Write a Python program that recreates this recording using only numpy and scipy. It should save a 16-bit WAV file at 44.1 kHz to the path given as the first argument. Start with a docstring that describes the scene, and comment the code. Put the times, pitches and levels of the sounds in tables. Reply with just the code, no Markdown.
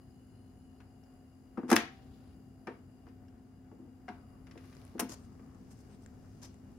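"""A motor hums and its bearing hisses and whistles: a portable record changer in a living room, an arm's
length from a stereo microphone. Levers knock in the sprung deck, ringing its plate and case. A single
slaps onto the platter and chatters, the arm swings to its stop, and a gritty cam lowers it. The stylus
lands and scuffs along the lead-in groove, which hisses and crackles over the running motor."""
import sys
import numpy as np
from scipy import signal
from scipy.fft import rfft, irfft, next_fast_len
from scipy.io import wavfile
from scipy.ndimage import uniform_filter1d

SR = 44100
rng = np.random.default_rng(int(sys.argv[2]) if len(sys.argv) > 2 else 0)


def log_audio(samples):
    """Write samples as a 16-bit WAV file to the path given in sys.argv[1]."""
    # one column per channel
    frames = np.atleast_2d(samples).T
    # limit to full scale, then quantise
    limited = np.clip(frames, -1, 1)
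    pcm = np.round(limited * 32767).astype(np.int16)
    wavfile.write(sys.argv[1], SR, pcm)


N = 298994
T = np.arange(N) / SR

# levers push the single off its ledge, turn the arm, stop it and drop it; hardness runs from 0 to 1:
# start_s, strength_db, hardness, thump_hz
LEVER_KNOCKS = [ (.803, -54.5, 0.73, 300), (1.037, -76, 0.9, 300), (1.5745, -43.5, 0.33, 238),
                (1.578, -40.5, 0.2, 233), (1.589, -47, 0.39, 229), (2.6707, -38.5, 0.58, 350),
                (2.676, -43, 0.38, 368), (2.699, -54, 0.31, 327), (3.067, -55, 0.45, 308),
                (3.086, -68, 0.96, 301), (3.283, -70.5, 0.9, 303.5), (3.715, -57.5, 0.28, 362.5),
                (4.081, -47, 0.6, 827), (4.087, -47, 0.77, 404), (4.094, -50, 0.24, 212),
                (4.469, -56, 0.9, 300), (4.511, -55, 1, 300), (4.555, -55, 0.27, 395),
                (4.576, -54, 0.98, 400), (4.64, -62, 0.8, 300), (4.727, -61, 1, 298),
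                (4.9516, -51, 0.15, 290), (4.981, -51.5, 0.7, 300), (5.021, -49, 0.04, 235),
                (5.044, -55.5, 0.05, 240), (5.092, -56, 0.11, 260), (5.394, -57.5, 0.46, 410)]
# the single lands on the platter, then the stylus on the single; snap and plate are relative to strength:
# start_s, strength_db, hardness, thump_hz, snap_db, plate_db, clack_t60_s
LANDINGS = [ (1.6936, -40.5, 0.3, 400, -12.5, -0.5, .06), (1.7012, -33, 0.66, 290, -2, -1, 0.085),
            (1.7143, -22.5, 0.66, 640, -5.5, 3.5, 0.052), (1.718, -20.5, 0.28, 240, -19, -1.5, .06),
            (1.7276, -21.5, .63, 240, -7.5, 0, 0.068), (1.759, -36.5, 0.5, 292.2, 6, 0.5, .05),
            (1.7641, -16, 0.95, 347, -5.5, -10.5, .03), (1.773, -26, 0.7, 280, -17.5, -2, .03),
            (4.9938, -32.5, 0.44, 474, -2, -8, 0.044), (4.997, -32.5, 0.69, 1000, 2.5, -5.5, 0.096),
            (5.005, -43.5, 0.28, 302, 13, -0.5, 0.039)]
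# the ledge, the single and the arm's linkage bounce:
# start_s, gap_s, first_strength_db, step_db, hardness, thump_hz, snap_db
RATTLES = [ (1.633, 0.012, -47, -4.5, 0.23, 214, -25), (1.681, 0.0047, -53.5, 4, 0.46, 290, -8.5),
           (1.795, 0.028, -44, -5, 0.95, 703, -8), (3.791, .028, -61.5, -1, 0.14, 245, -25)]
# what the case passes of a clack, and the colour of a hard contact: frequency_hz, gain_db
CASE_COLOUR = [(150, -29), (215, -1), (500, 3.5), (590, 0), (720, 5), (1400, -1), (2500, -2.5), (3300, -6),
               (5000, -4.5), (9000, -9.5)]
TICK_COLOUR = [(1200, -9), (2600, -1), (3300, -4.5), (4300, -6.5), (5400, 1), (7500, -6), (10000, 2.5),
               (13000, 0), (15500, -2)]
# modes of the deck plate and case, then of each part that sings after a blow: pitch_hz, level_db, t60_s
DECK_MODES = [(222, -9, 0.09), (242, 2, 0.085), (289, -6, 0.07), (323, -1, 0.095), (392, -16, .17),
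              (454, -9, .17), (490, -17, 0.2), (525, -16, .15), (697, -7, 0.2), (866, -19, 0.2),
              (923, -7, 0.13), (979, -13, .17), (1020, -13, .14), (1060, -10, 0.14), (1135, -13, .15),
              (1328, -12, .18), (1472, -10, 0.23), (1633, -11, 0.2), (1765, -13, .13), (1888, -11, .12),
              (1995, -12, .16), (2330, -15, .16), (2480, -17, .18)]
PLATTER = [(105, -16, .6), (698, -1, .17), (770, -29.5, 1.9), (779, -37, .8)]
DISC = [(2654, 3, .03), (3068, -13.5, .25), (3380, -5.5, 0.11), (3730, -16.5, 0.19), (4270, -19, .17),
        (4960, -5, 0.051), (5290, 2, 0.038), (5828, -14.5, .1)]
CAM_LEVER = [(321, -5, 0.14), (408, 2.5, 0.14), (752, 2, 0.1), (910, -19.5, .15), (1217, -4, 0.12),
             (1557, 5, 0.03), (1790, -3, 0.13), (2330, -4, 0.063)]
TONE_ARM = [(402, -12.5, 0.22), (729, -1, 0.13), (914, -15, 0.12), (1136, -17, 0.14), (1600, -18, 0.11),
            (1980, -13, 0.06), (2120, -12, 0.06), (2837, -21, 0.078)]
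PUSHER = [(1300, 2.5, 0.022), (1620, -13.5, .05)]
CARTRIDGE = [(490, -6, .15), (1260, 1, 0.083), (1450, -6, 0.095), (2350, -6, 0.078), (3278, -15, .09),
             (5600, 0, 0.085), (6940, -5, 0.089)]
PAWL = [(2840, -5, 0.033), (5270, -8, .03), (5430, -2, .025), (5860, -10, .025)]
# blows on those parts: start_s, modes, level_db
STRIKES = [(1.037, PAWL, -63), (1.573, PUSHER, -38), (1.631, PUSHER, -47), (1.719, PLATTER, -28.5),
           (1.7642, DISC, -31.5), (2.6708, CAM_LEVER, -43), (4.082, TONE_ARM, -35.5),
           (4.996, CARTRIDGE, -42), (3.086, PAWL, -69.5), (3.283, PAWL, -66)]
# the stylus scuffs the vinyl: start_s, length_s, rise_s, level_db, squeak_hz, tilt_db_per_octave
SCUFFS = [(5.088, 0.047, 0.0041, -54, 6650, 2.5), (5.156, 0.1, .01, -77, 8600, -1),
          (5.699, 0.026, 0.0088, -69.5, 8600, 4), (5.752, 0.062, 0.016, -79.5, 8650, 5),
          (5.873, 0.077, 0.02, -76.5, 8560, -9), (5.997, 0.045, 0.017, -76, 8600, 2),
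          (6.413, 0.042, 0.011, -59.5, 5830, 0.5)]
# grit on the cam, then dust under the stylus: start_s, level_db, pitch_hz
POPS = [(4.751, -55, 6800), (4.768, -54, 5600), (4.851, -54, 9500), (5.547, -60, 6550), (5.79, -62, 8000),
        (6.0618, -46.5, 6900), (6.543, -55.5, 7600)]
# colours of the stylus in the groove, a dust pop and the rubbing cam: frequency_hz, gain_db
GROOVE_COLOUR = [(1200, -14), (2500, -2.5), (3900, -4), (5200, 2.5), (6600, 0), (8200, -5), (11500, -8.5),
                 (13300, -16), (15500, -25)]
POP_COLOUR = [(600, 5), (1800, 0), (3800, -21), (6800, 1.5), (9000, -11), (12000, -31), (16000, -30)]
CAM_COLOUR = [(700, 8), (1200, -2), (2100, 4), (2800, -4), (4400, -1.5), (6000, -3), (7800, -13),
              (10400, -4), (12000, -12), (13200, -10), (16000, -24)]
# motor tones: pitch_hz, level_db, waver_share
HUM_TONES = [(96, -70, 0.87), (96, -75.5, 0.41), (259.2, -60, 0.11), (327, -84, 0.6), (360.7, -79, 0.6),
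             (415, -81, 0.55), (673, -85, 0.5), (727, -77.5, .6), (788, -83.5, .9)]
# load on the motor, which drives rumble and whirr: time_s, gain_db
MOTOR_LOAD = [(0, 0.5), (1.4, 0.5), (2.1, 3.5), (2.5, 0), (3.15, 2.5), (3.7, 0), (4.2, 3), (5.25, 4.5),
              (6, 4), (6.78, 3)]
# bearing resonances, hissing and whistling: pitch_hz, width_hz, level_db
BEARING_HISS = [(2843, 100, -86.5), (4860, 280, -86.5), (7100, 1100, -90.5), (10080, 730, -88),
                (13460, 5000, -89.5)]
BEARING_WHISTLE = [(2950, 50, -90), (4190, 70, -92), (4900, 110, -91), (6900, 800, -90.5), (9500, 260, -90),
                   (10300, 500, -91.5), (11180, 400, -92)]
# the hiss wanders; the whistle sinks as the cam loads the platter: time_s, gain_db
HISS_LEVEL = [(0, -1), (.7, -3), (1.05, 0.5), (1.4, -1.5), (2.1, 1), (2.6, -1), (3.1, -2), (3.35, -6),
              (3.9, -3), (4.3, 0), (4.75, 0), (5.5, -4.5), (6.3, -3), (6.78, -4.5)]
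WHISTLE_LEVEL = [(0, -1.5), (.38, 0), (.72, -1), (.92, -7), (3.1, -13), (6.78, -15)]
# colours of platter rumble, motor whirr and still air: frequency_hz, gain_db
RUMBLE_COLOUR = [(10, -48), (22, -23.5), (35, -9.5), (50, 2.5), (85, 5), (125, 3), (180, -0.5), (235, 3),
                 (300, -6.5), (420, -9.5), (560, -23.5), (900, -47.5)]
WHIRR_COLOUR = [(300, -4), (520, 7.5), (760, 7.5), (900, 2), (1400, -2), (2000, -7), (3200, -21.5),
                (6000, -41.5)]
AIR_COLOUR = [(1500, 7), (4000, -1), (6500, 0.5), (8500, -3), (11000, -12), (15000, -6), (16000, -19.5)]
# the living room's decay: frequency_hz, t60_s
ROOM_DECAY = [(150, 0.28), (500, 0.3), (1500, 0.32), (4000, 0.34), (9000, 0.14), (15000, 0.17)]
# the microphone draws back, then leans in and hears less of the room: time_s, echo_db
ECHO_LEVEL = [(0, -2), (1.8, 0.5), (2.7, 2.5), (4.1, 3.5), (5, -4), (6.78, 0)]
# stereo width and left-right balance by frequency; the top treble is nearly mono:
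# frequency_hz, side_minus_mid_db, left_minus_right_db
STEREO_IMAGE = [(59.57, -14.5, 2), (247.8, -10.5, 2.5), (750, -2, 2.5), (1440, -3, 6.5), (3100, -1.5, 1.5),
                (5300, -2, 5.5), (8740, 2, 1), (14260, -21, 0)]

LEFT_RIGHT = np.array([[1], [-1]])
GROOVE_FROM_S = 4.98


def deck(rise_s=.0003):
    """Each blow rings the plate's modes, with a thump, a clack of levers and plastic, and a contact snap."""
    out, t = np.zeros((2, N)), np.arange(SR * 2 // 3) / SR
    hz, db, t60 = np.transpose(DECK_MODES)
    # low modes build up more slowly; all sound a little sooner on the left
    modes = np.array([amp(d) * pan(f) * fade(t, decay, 2.5 / f)
                      * np.sin(2 * np.pi * f * (t + LEFT_RIGHT * 4e-5))
                      for f, d, decay in zip(hz, db, t60)])
    short, case, tick = t[:SR // 7], colour(CASE_COLOUR), colour(TICK_COLOUR)
    n = len(short)
    for start, db, hardness, thump_hz, snap_db, top_hz, plate_db, clack_t60 in blows():
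        # a harder contact thumps less and clacks higher
        thump_db = db + between(26, -11, hardness)
        clack_hz = between(466, 1860, hardness)
        push = amp(thump_db + 1) * hump(hz, thump_hz, octaves=.45)
        push += amp(db - 11.5) * hump(hz, clack_hz, octaves=.95)
        add(out, start, amp(plate_db) * np.tensordot(push, modes, 1))
        # the first few cycles come straight from the struck part, ahead of the clatter
        ping = pan(clack_hz) * np.sin(2 * np.pi * clack_hz * short)
        add(out, start, amp(db + 3) * ping * fade(short, .01, rise_s))
        thump = noise(n, lambda f: case(f) * hump(f, .99 * thump_hz, octaves=.63), width_db=-2.5)
        clack = noise(n, lambda f: case(f) * hump(f, clack_hz, octaves=.81), width_db=-4)
        snap = noise(n, lambda f: tick(f) / (1 + (f / top_hz) ** 4), left_lead_s=1.2e-5)
        add(out, start, amp(thump_db - 10) * thump * fade(short, t60=.075, rise=.0025))
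        add(out, start, amp(db - 4) * clack * fade(short, clack_t60, rise_s))
        add(out, start, amp(db + snap_db + .5) * snap * fade(short, .55 * clack_t60, rise_s))
    # the small case radiates no deep bass
    return signal.sosfilt(signal.butter(3, 150, "highpass", fs=SR, output="sos"), out)


def blows(lever_top_hz=5960, lever_plate_db=-1.5, lever_t60_s=.08, rattle_t60_s=.06):
    """Contacts: start_s, strength_db, hardness, thump_hz, snap_db, top_hz, plate_db, clack_t60_s."""
    top_hz = lambda snap_db: 14200 * 2 ** (snap_db / 12)  # a weaker snap is also duller
    for start, db, hardness, hz in LEVER_KNOCKS:
        snap_db = between(-36, -5, hardness)
        yield start, db, hardness, hz, snap_db, lever_top_hz, lever_plate_db, lever_t60_s
    for start, db, hardness, hz, snap_db, plate_db, t60 in LANDINGS:
        yield start, db, hardness, hz, snap_db, top_hz(snap_db), plate_db, t60
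    for start, gap, db, step_db, hardness, hz, snap_db in RATTLES:
        for k in range(4):
            yield start + k * gap, db + k * step_db, hardness, hz, snap_db, top_hz(snap_db), 0, rattle_t60_s


def ringing_parts():
    """Struck parts ring on in their own modes, each building up over a cycle or so."""
    out, t = np.zeros((2, N)), np.arange(SR * 3 // 2) / SR
    for start, modes, level_db in STRIKES:
        for hz, db, t60 in modes:
            ring = fade(t, t60, rise=1.4 / hz) * np.sin(2 * np.pi * hz * t)
            add(out, start, amp(level_db + db) * pan(hz) * ring)
    return out


def stylus(release_s=.011, squeak_db=-6, rasp_db=-2.5):
    """The stylus scuffs grainily along the lead-in groove, with a slight squeak and a rasp from the cone."""
    out, t = np.zeros((2, N)), np.arange(SR // 4) / SR
    for start, length, rise, db, squeak_hz, tilt_db in SCUFFS:
        contact = (1 - np.exp(-(t / rise) ** 2)) * np.exp(-np.maximum(t - length, 0) / release_s)
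        scrape = noise(len(t), lambda f: colour(GROOVE_COLOUR)(f) * amp(tilt_db * np.log2(1 + f / 1000)))
        squeak = noise(len(t), lambda f: hump(f, squeak_hz, octaves=.12))
        rasp = noise(len(t), lambda f: hump(f, 610, octaves=1))
        add(out, start, amp(db) * contact * (scrape + amp(squeak_db) * squeak + amp(rasp_db) * rasp))
    return out * amp(2 * walk(700) + 2 * walk(170))


def dust(specks_per_s=40, crackle_db=-76, spread_db=3.2):
    """Single dry pops of grit and dust, and a fine crackle once the stylus is in the groove."""
    out, t = np.zeros((2, N)), np.arange(SR // 30) / SR
    for start, db, hz in POPS:
        pop = noise(len(t), lambda f: colour(POP_COLOUR)(f * 6800 / hz))  # treble peak moved to hz
        add(out, start, amp(db + 2.5) * pop * fade(t, t60=.0068, rise=.0001))
    specks = (rng.random(N) < specks_per_s / SR) * (T > GROOVE_FROM_S)
    sizes = amp(crackle_db + spread_db * np.minimum(rng.exponential(size=N), 3))
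    tick = noise(len(t), colour(GROOVE_COLOUR)) * fade(t, t60=.005, rise=.0001)
    return out + signal.fftconvolve([specks * sizes], tick, axes=1)[:, :N]


def motor(shaft_hz=56.2, throb=.13):
    """Wavering hum and platter rumble, with a whirr and a hissing bearing that pulse at each shaft turn."""
    load, whistle_gain = gain_curve(MOTOR_LOAD), gain_curve(WHISTLE_LEVEL)
    hum = 0
    for hz, db, waver in HUM_TONES:
        sag = whistle_gain ** .1 if hz > 600 else 1  # the higher tones sink with the whistle
        wobble = 1 + waver * (walk(3.9) + 1j * walk(9.1))
        tone = np.real(wobble * np.exp(2j * np.pi * hz * T)) * np.sqrt(2 / (1 + 2 * waver ** 2))
        hum += amp(db) * sag * pan(hz) * tone
    turn = 1 + throb * np.cos(2 * np.pi * shaft_hz * T + .3 * walk(3))
    rumble = amp(-58.5 + .63 * walk(9.5)) * noise(N, colour(RUMBLE_COLOUR))
    whirr = amp(-74 + walk(22)) * noise(N, colour(WHIRR_COLOUR))
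    hiss = gain_curve(HISS_LEVEL) * bearing(BEARING_HISS, flutter_db=1)
    whistle = whistle_gain * bearing(BEARING_WHISTLE, flutter_db=2.5)
    return hum + load * (rumble + turn * whirr) + turn * (hiss + whistle)


def bearing(resonances, flutter_db):
    """Friction noise through the bearing's resonances, each fluttering quickly on its own."""
    return sum(amp(db + flutter_db * walk(13)) * noise(N, lambda f: 1 / (1 + (2 * (f - hz) / width) ** 2))
               for hz, width, db in resonances)


def cam_rub(grain, full_s=4.647, hold_s=.18, rise_db_per_s=91, fall_db_per_s=43.5, specks_per_s=60):
    """The cam's gritty rub swells, holds while the arm sinks, and dies away."""
    before, after = np.maximum(full_s - T, 0), np.maximum(T - full_s - hold_s, 0)
    rub = amp(-66 - rise_db_per_s * before - fall_db_per_s * after) * noise(N, colour(CAM_COLOUR))
    # each speck of grit catches for about a millisecond
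    specks = (rng.random(N) < specks_per_s / SR) * rng.uniform(3, 10, N)
    grit = signal.lfilter([1], [1, -np.exp(-1 / (.0003 * SR))], specks)
    return rub * (grain + amp(-9.5) * grit)


def groove_hiss(grain, rise_s=.46, swish_peak_s=5.78, half_turn_s=.59):
    """The groove hisses as the stylus settles, swishing with each half turn of the warped single."""
    swish_db = 2.5 * np.cos(2 * np.pi * (T - swish_peak_s) / half_turn_s)
    settled = np.clip((T - GROOVE_FROM_S) / rise_s, 0, 1)
    return amp(-77.5 + swish_db) * settled * grain * noise(N, colour(GROOVE_COLOUR))


def disc_slip(start_s=1.8, end_s=2.36, level_db=-76, fall_db_per_s=12, pitch_hz=3300):
    """The dropped single scrapes lightly on the platter until it turns at full speed."""
    sliding = np.clip(np.minimum(T - start_s, end_s - T) / .03, 0, 1)
    rub = noise(N, lambda f: hump(f, pitch_hz, octaves=.6)) * amp(2.5 * walk(120))
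    return amp(level_db - fall_db_per_s * np.maximum(T - start_s, 0)) * sliding * rub


def arm_pivot(start_s=4.14, end_s=5.6, level_db=-77, pitch_hz=1160):
    """The arm's pivot rubs faintly while the cam holds it against the stop."""
    pressing = np.clip(np.minimum(T - start_s, end_s - T) / .034, 0, 1)
    rub = noise(N, lambda f: hump(f, pitch_hz, octaves=.15)) * amp(2 * walk(40))
    return amp(level_db) * pressing * rub


def still_air(level_db=-83):
    """Room tone: a faint, even hiss behind the changer."""
    return amp(level_db) * noise(N, colour(AIR_COLOUR))


def living_room(direct, wet_db=-9.5, build_s=.0049, bass_db=-2):
    """Adds diffuse echoes that build quickly and lose their top first; furniture soaks up some bass."""
    t = np.arange(SR // 2) / SR
    f = np.arange(len(t) // 2 + 1) * SR / len(t)
    mid, side = rfft(rng.standard_normal((2, len(t))))
    alike = np.exp(-(f / 750) ** 2)  # the bass is alike left and right
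    echoes = (mid * np.sqrt(1 + alike) + LEFT_RIGHT * side * np.sqrt(1 - alike)) * amp(bass_db * alike)
    centres = np.geomspace(125, 16000, num=8)
    tail = 0
    for hz, share in zip(centres, np.eye(len(centres))):
        band = irfft(echoes * np.interp(np.log(f + 1), np.log(centres), share), len(t))
        tail += band * fade(t, on_log(ROOM_DECAY, hz)[0], build_s)
    tail *= amp(wet_db) / np.sqrt(np.sum(tail ** 2) / 2)
    return direct + signal.fftconvolve(direct * gain_curve(ECHO_LEVEL), tail, axes=1)[:, :N]


def noise(n, shape, width_db=0, left_lead_s=0):
    """Coloured stereo noise near unit level, its width and balance set by frequency."""
    size = next_fast_len(n)
    f = np.arange(size // 2 + 1) * SR / size
    mid, side = rfft(rng.standard_normal((2, size)))
    side_gain = amp(on_log(STEREO_IMAGE, f)[0] + width_db)
    lead = np.exp(1j * np.pi * LEFT_RIGHT * f * left_lead_s)
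    stereo = (mid + LEFT_RIGHT * side * side_gain) * pan(f) * lead
    gain = shape(f)
    return irfft(stereo * gain / np.sqrt(np.mean(gain ** 2)), size)[:, :n]


def pan(hz):
    """Left and right gains at a frequency."""
    return amp(LEFT_RIGHT * on_log(STEREO_IMAGE, hz)[1] / 2)


def amp(db):
    """Decibels to gain."""
    return 10 ** (np.asarray(db) / 20)


def on_log(table, hz):
    """The columns of a frequency table, read at hz."""
    f, *columns = np.transpose(table)
    return [np.interp(np.log(np.maximum(hz, 1)), np.log(f), c) for c in columns]


def gain_curve(table):
    """Gain against time from rows of time_s, gain_db."""
    return amp(np.interp(T, *np.transpose(table)))


def colour(table):
    """Gain against frequency from rows of frequency_hz, gain_db."""
    return lambda f: amp(on_log(table, f)[0])


def hump(f, hz, octaves):
    """A bell on the log-frequency axis."""
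    return np.exp(-.5 * (np.log2(np.maximum(f, 1) / hz) / octaves) ** 2)


def walk(rate):
    """Smooth random drift of spread near 1, changing about rate times a second."""
    k = int(SR / rate)
    held = np.repeat(rng.standard_normal(N // k + 2), k)[rng.integers(k):]
    return np.sqrt(2) * uniform_filter1d(uniform_filter1d(held, k), k)[:N]


def fade(t, t60, rise):
    """Quick swell and exponential decay."""
    return (1 - np.exp(-t / rise)) * amp(-60 * t / t60)


def between(soft, hard, hardness):
    """A value between those of the softest and the hardest contact."""
    return soft + np.clip(hardness, 0, 1) * (hard - soft)


def add(out, start_s, x):
    """Mix x into out from start_s."""
    i = max(int(start_s * SR), 0)
    out[:, i:i + x.shape[1]] += x[:, :N - i]


def scene():
    """At arm's length: blows, scuffs and pops echo in the room; ringing and running sounds arrive direct."""
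    foreground = living_room(deck() + stylus() + dust()) + ringing_parts()
    running = disc_slip() + motor() + arm_pivot()
    grain = amp(walk(600) - 3.5)  # fine roughness shared by cam and groove
    return foreground + running + cam_rub(grain) + groove_hiss(grain) + still_air()


def record(dry, top_hz=15800):
    """The recorder cuts the top treble steeply."""
    return signal.sosfilt(signal.ellip(10, .2, 80, top_hz, fs=SR, output="sos"), dry)


dry = scene()
out = record(dry)
log_audio(out)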